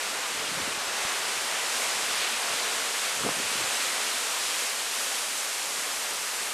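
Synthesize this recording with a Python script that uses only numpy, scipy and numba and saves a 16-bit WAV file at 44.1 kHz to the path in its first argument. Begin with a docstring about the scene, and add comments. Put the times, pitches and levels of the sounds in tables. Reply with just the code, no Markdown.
"""Heavy rain in gusty wind on a street of houses and trees: a broad roar under a bright, grainy hiss.
Gusts buffet the camera microphone with uneven puffs; several overlap to make one sharp thump.
Roar, hiss, mist and sheets of rain are coloured noise or random impacts with flickering bands.
Strong puffs are hard-edged sine bursts, and one light tap on the camera is a smooth push."""
import sys
import numpy as np
from scipy import signal
from scipy.fft import rfft, irfft, next_fast_len
from scipy.io import wavfile
from scipy.ndimage import uniform_filter1d
from numba import njit

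SR = 44100
rng = np.random.default_rng(int(sys.argv[2]) if len(sys.argv) > 2 else 0)


def generate_wav(sig):
    """Save sig (samples, or channels by samples) to the path in sys.argv[1] as 16-bit PCM at SR."""
    pcm = np.round(np.clip(np.atleast_2d(sig).T, -1, 1) * 32767).astype(np.int16)
    wavfile.write(sys.argv[1], SR, pcm)


def gain_from_db(level_db):
    """Convert decibel levels to linear amplitude factors (20 dB per decade)."""
    decades = np.asarray(level_db, float) / 20
    return 10 ** decades


N = 287973  # length [samples]
T = np.arange(N) / SR  # time [s]
SIZE = next_fast_len(N)  # transform length [samples]

# Course of the storm: (time [s], roar of wind and rain in the trees [dB], hiss of spray and drops [dB])
STORM_LEVELS = [(0.0, -35, -38.5), (0.53, -34.5, -38.5), (0.9, -34.5, -38.5), (0.98, -33, -37.5),
                (1.5, -33.5, -36), (1.89, -33, -34.5), (2.3, -33.5, -35), (2.7, -33, -35),
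                (3.2, -34.5, -35), (3.35, -34.5, -35), (3.65, -33, -33.5), (4.1, -34.5, -34),
                (4.6, -36, -33.5), (4.87, -37.5, -35), (5.0, -36, -33.5), (5.4, -37.5, -34.5),
                (5.9, -37, -35), (6.2, -37, -36), (6.53, -37, -37)]


def curve(table, column):
    """One column of a table, drawn as straight lines along time."""
    rows = np.array(table)
    return np.interp(T, rows[:, 0], rows[:, column])


def walk(rate):
    """Random levels held 1 / rate s and slewed twice; spread 1."""
    hold = int(SR / rate)
    steps = np.repeat(rng.standard_normal(N // hold + 1), hold)
    slewed = uniform_filter1d(uniform_filter1d(steps, hold), hold)[:N]
    return slewed / slewed.std()


def bands(x, colour, lo_hz, hi_hz, shared_db, own_db):
    """Colour x to rms 1 between lo and hi, then let half-octave bands flicker together and alone."""
    octave = np.log2(np.maximum(np.fft.rfftfreq(SIZE, 1 / SR), 1))
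    points = np.array(colour)
    point_octaves = np.log2(points[:, 0])
    tone = rfft(x, SIZE) * gain_from_db(np.interp(octave, point_octaves, points[:, 1], left=-90, right=-90))

    inside = (octave > np.log2(lo_hz)) & (octave < np.log2(hi_hz))
    tone = tone * np.sqrt(SIZE * N / 2 / np.sum(np.abs(tone[inside]) ** 2))

    out, shared = 0, walk(14)
    for centre in np.arange(np.floor(point_octaves[0]), point_octaves[-1] + 0.5, 0.5):
        share = np.clip(1 - 2 * np.abs(octave - centre), 0, 1)  # neighbouring bands crossfade
        flicker = gain_from_db(shared_db * shared + own_db * walk(12))
        out = out + flicker * irfft(tone * share, SIZE)[:N]
    return out


def drops(per_s, scatter_db):
    """Impacts at random moments, many small and a few large."""
    chance = rng.random((N, 2))
    size = gain_from_db(-scatter_db * np.log(1 - chance[:, 1]))
    return (chance[:, 0] < per_s / SR) * size * rng.standard_normal(N)


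def roar():
    """Thousands of far leaves and drops merge into a smooth rush."""
    # Colour of the rush: (frequency [Hz], level per Hz [dB])
    roar_colour = [(25, -29), (70, -43), (140, -36), (220, -11.5), (330, -11.5), (420, -4.5), (700, -2.5),
                   (1200, -1), (2500, -2.5), (4000, -7), (8000, -12.5), (14000, -29.5)]
    rush = bands(rng.standard_normal(N), roar_colour, 520, 2760, shared_db=0.32, own_db=0.5)
    return gain_from_db(curve(STORM_LEVELS, 1)) * rush


def hiss():
    """Spray far off is smooth; nearer drops add a fine grain."""
    # Colour of spray and drops: (frequency [Hz], level per Hz [dB])
    hiss_colour = [(800, -11.5), (2500, -4), (5000, -1.5), (8300, 0), (10000, -3.5), (12000, -10.5),
                   (14000, -14)]
    rain = rng.standard_normal(N) + gain_from_db(-1.5) * drops(per_s=4000, scatter_db=1.74)
    return gain_from_db(curve(STORM_LEVELS, 2)) * bands(rain, hiss_colour, 5600, 14600, shared_db=0.4, own_db=0.2)


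def sheets():
    """Wind-thrown sheets of drops patter on the road nearby in small quick surges."""
    # Strength of the sheets: (time [s], level [dB])
    sheet_levels = [(0, -47), (.8, -44.5), (1.5, -43.5), (2.1, -37), (2.7, -41.5), (3.2, -43), (3.8, -36),
                    (4.4, -40), (5.2, -43), (5.8, -48), (6.53, -54)]
    # Colour of the patter: (frequency [Hz], level per Hz [dB])
    sheet_colour = [(1300, -12), (2200, -3.5), (3200, -0.5), (4500, -4), (6500, -16)]
    impacts = drops(per_s=5000, scatter_db=1.5)
    patter = bands(impacts, sheet_colour, 1300, 6500, shared_db=1.5, own_db=1.0)
    return gain_from_db(curve(sheet_levels, 1)) * patter


def buffet():
    """Small eddies shed over the port: uneven low pressure pulses that swell and die with each gust."""
    # Gusts at the port: (time of peak [s], level [dB], rise over 20 dB [s], fall over 20 dB [s])
    gust_list = [(.08, -61, .2, 0.26), (0.6, -48, 0.55, 0.4), (1.38, -58, 0.089, .3),
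                 (2.07, -57, 0.35, 0.39), (2.52, -56, 0.14, 0.3), (2.85, -65, .15, .15),
                 (3.265, -37, 0.088, 0.055), (3.4, -54, .15, 0.28), (3.62, -57, .35, 0.18),
                 (5.8, -65.5, 0.26, .3), (6.13, -61, 0.18, .2)]
    # Colour of the eddies: (frequency [Hz], level per Hz [dB])
    buffet_colour = [(25, -23), (60, -13), (150, -3), (300, -3), (500, -2.5), (1000, -17)]
    breeze_db = -30  # steady buffeting between gusts, relative to the roar

    eddies = drops(per_s=800, scatter_db=1.0)
    air = gain_from_db(curve(STORM_LEVELS, 1) + breeze_db)
    for peak_s, db, rise, fall in gust_list:
        distance = np.maximum((peak_s - T) / rise, (T - peak_s) / fall)
        air = np.hypot(air, gain_from_db(db - 20 * distance))
    return air * bands(eddies, buffet_colour, 40, 340, shared_db=-0.5, own_db=2.5)


def puffs():
    """Short hard-edged bursts of wind noise under bell envelopes; several overlap to make the thump."""
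    # Bursts, level ahead of squaring and the port's leak:
    # (time of onset [s], level [dB], pitch [Hz], half the burst's length [cycles])
    puff_list = [(.366, -47, 95, 1.5), (.44, -42, 300, 1.5), (.478, -46, 150, 1.2), (0.513, -38, 175, 1.7),
                 (.524, -35, 290, 2.2), (.548, -46, 150, 1.5), (0.574, -39, 165, 1.9),
                 (.597, -35, 305, 2.2), (0.612, -39, 110, 1.5), (.636, -41, 200, 1), (0.673, -34, 280, 2.3),
                 (.684, -43, 150, 1.2), (.705, -38, 380, 2), (.752, -39, 350, 2), (.772, -43, 150, 1.2),
                 (.868, -49, 90, 1.2), (2.503, -48, 130, 1.5), (3.193, -44, 120, 1.1),
                 (3.213, -40, 160, 1.7), (3.235, -26, 1200, 2.2), (3.238, -33, 200, 0.82),
                 (3.246, -26, 195, 1.4), (3.249, -24, 440, 1.7), (3.265, -22, 440, 2.3),
                 (3.268, -28, 660, 2.2), (3.269, -28, 1200, 2.3), (3.263, -27, 195, 1.5),
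                 (3.283, -29, 427, 2.6), (3.289, -23, 1010, 2.3), (3.29, -24, 580, 1.4),
                 (3.293, -23.5, 380, 0.7), (3.306, -42, 150, 1.8), (3.366, -39, 220, 1.4),
                 (3.384, -39, 240, 1.3), (3.396, -33, 270, 1.8), (3.398, -36, 450, 2.2),
                 (3.436, -44, 190, 1.5), (3.448, -45, 90, 1.2), (3.514, -40, 250, 1.2),
                 (3.553, -37, 220, 1.2), (3.57, -42, 170, 1.1), (3.586, -46, 110, 1.3),
                 (3.608, -31.5, 390, 1.8), (3.612, -46, 110, 1.2), (3.634, -46, 100, 1.2),
                 (3.672, -48, 80, 1.2)]
    edge = 1.5  # how square the swings are
    port_hz = 80  # the port leaks pressure swings slower than this

    out = np.zeros(N)
    phases = rng.random(len(puff_list))  # start of each swing [turns]
    for (onset_s, db, hz, cycles), phase in zip(puff_list, phases):
        span = cycles / hz
        t = np.arange(int(2 * span * SR)) / SR
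        bell = np.exp(-(2 * t / span - 1.2) ** 2)
        swing = np.tanh(edge * np.sin(2 * np.pi * (hz * t + phase)))
        i = int(onset_s * SR)
        out[i:i + len(t)] += gain_from_db(db) * bell * swing
    leak = signal.butter(2, port_hz, "highpass", fs=SR, output="sos")
    return signal.sosfilt(leak, out)


def taps():
    """A soft contact with the camera body is one push, with no ring."""
    # Light taps: (time of peak [s], peak level [dB], contact [ms])
    tap_list = [(1.0522, -31, 1.1)]
    return sum(gain_from_db(db) * np.exp(-((T - s) * 2000 / ms) ** 2) for s, db, ms in tap_list)


def mist():
    """Finest spray, the very top of the hiss, thickens as the squall closes in."""
    # Density of the spray: (time [s], level [dB])
    mist_levels = [(0, -64), (1, -60), (2, -54), (3.5, -56), (4.6, -50), (5, -49), (5.7, -48), (6.53, -48)]
    # Colour of the spray: (frequency [Hz], level per Hz [dB])
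    mist_colour = [(8000, -18), (11000, 1), (14000, -7)]
    spray = bands(rng.standard_normal(N), mist_colour, 10000, 14000, shared_db=0.4, own_db=0.8)
    return gain_from_db(curve(mist_levels, 1)) * spray


def scene():
    """All sources reach the single capsule, which feeds both channels."""
    rain = roar() + hiss() + sheets() + mist()
    microphone = buffet() + puffs() + taps()
    return np.tile(rain + microphone, (2, 1))


@njit
def follow(x, attack, release):
    """Envelope that rises fast and falls slowly."""
    env, e = np.empty(len(x)), 0.
    for i in range(len(x)):
        e += (abs(x[i]) - e) * (attack if abs(x[i]) > e else release)
        env[i] = e
    return env


def gain_control(x, top_db, ratio, attack_ms, release_ms):
    """The camera turns everything down while the envelope is above its threshold."""
    env = follow(x, 1000 / (attack_ms * SR), 1000 / (release_ms * SR))
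    return x * np.minimum(gain_from_db(top_db) / (env + 1e-9), 1) ** (1 - 1 / ratio)


def treble_patches(x, db, per_s, patch_s, lo_hz, hi_hz, width_hz):
    """Brief random patches of narrow treble noise are added, opposite in left and right."""
    side, size = np.zeros(N), int(patch_s * SR)
    for turn, at, height in rng.random((60, 3)):
        if turn < per_s * N / SR / 60:  # 60 candidates, thinned to per_s on average
            i = int(at * (N - size))
            hz = lo_hz + height * (hi_hz - lo_hz - width_hz)
            sos = signal.butter(4, [hz, hz + width_hz], "bandpass", fs=SR, output="sos")
            patch = signal.sosfilt(sos, x[i:i + size][::-1])  # sound reversed in time
            side[i:i + size] += gain_from_db(db) * np.hanning(size) * patch
    return np.array([x + side, x - side])


def top_cut(x):
    """Nothing passes above the cut-off."""
    return signal.sosfilt(signal.butter(12, 14030, fs=SR, output="sos"), x)


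def record(dry):
    """Gain control, brief treble patches and the converter's constant offset make the finished mix."""
    held = gain_control(dry[0], top_db=-21, ratio=2.5, attack_ms=3.0, release_ms=60.0)
    patched = treble_patches(held, db=-2.5, per_s=3.0, patch_s=0.045, lo_hz=4100, hi_hz=12500, width_hz=1250)
    mix = patched - 0.0004  # converter offset, full scale = 1
    return top_cut(mix)


dry = scene()
out = record(dry)
generate_wav(out)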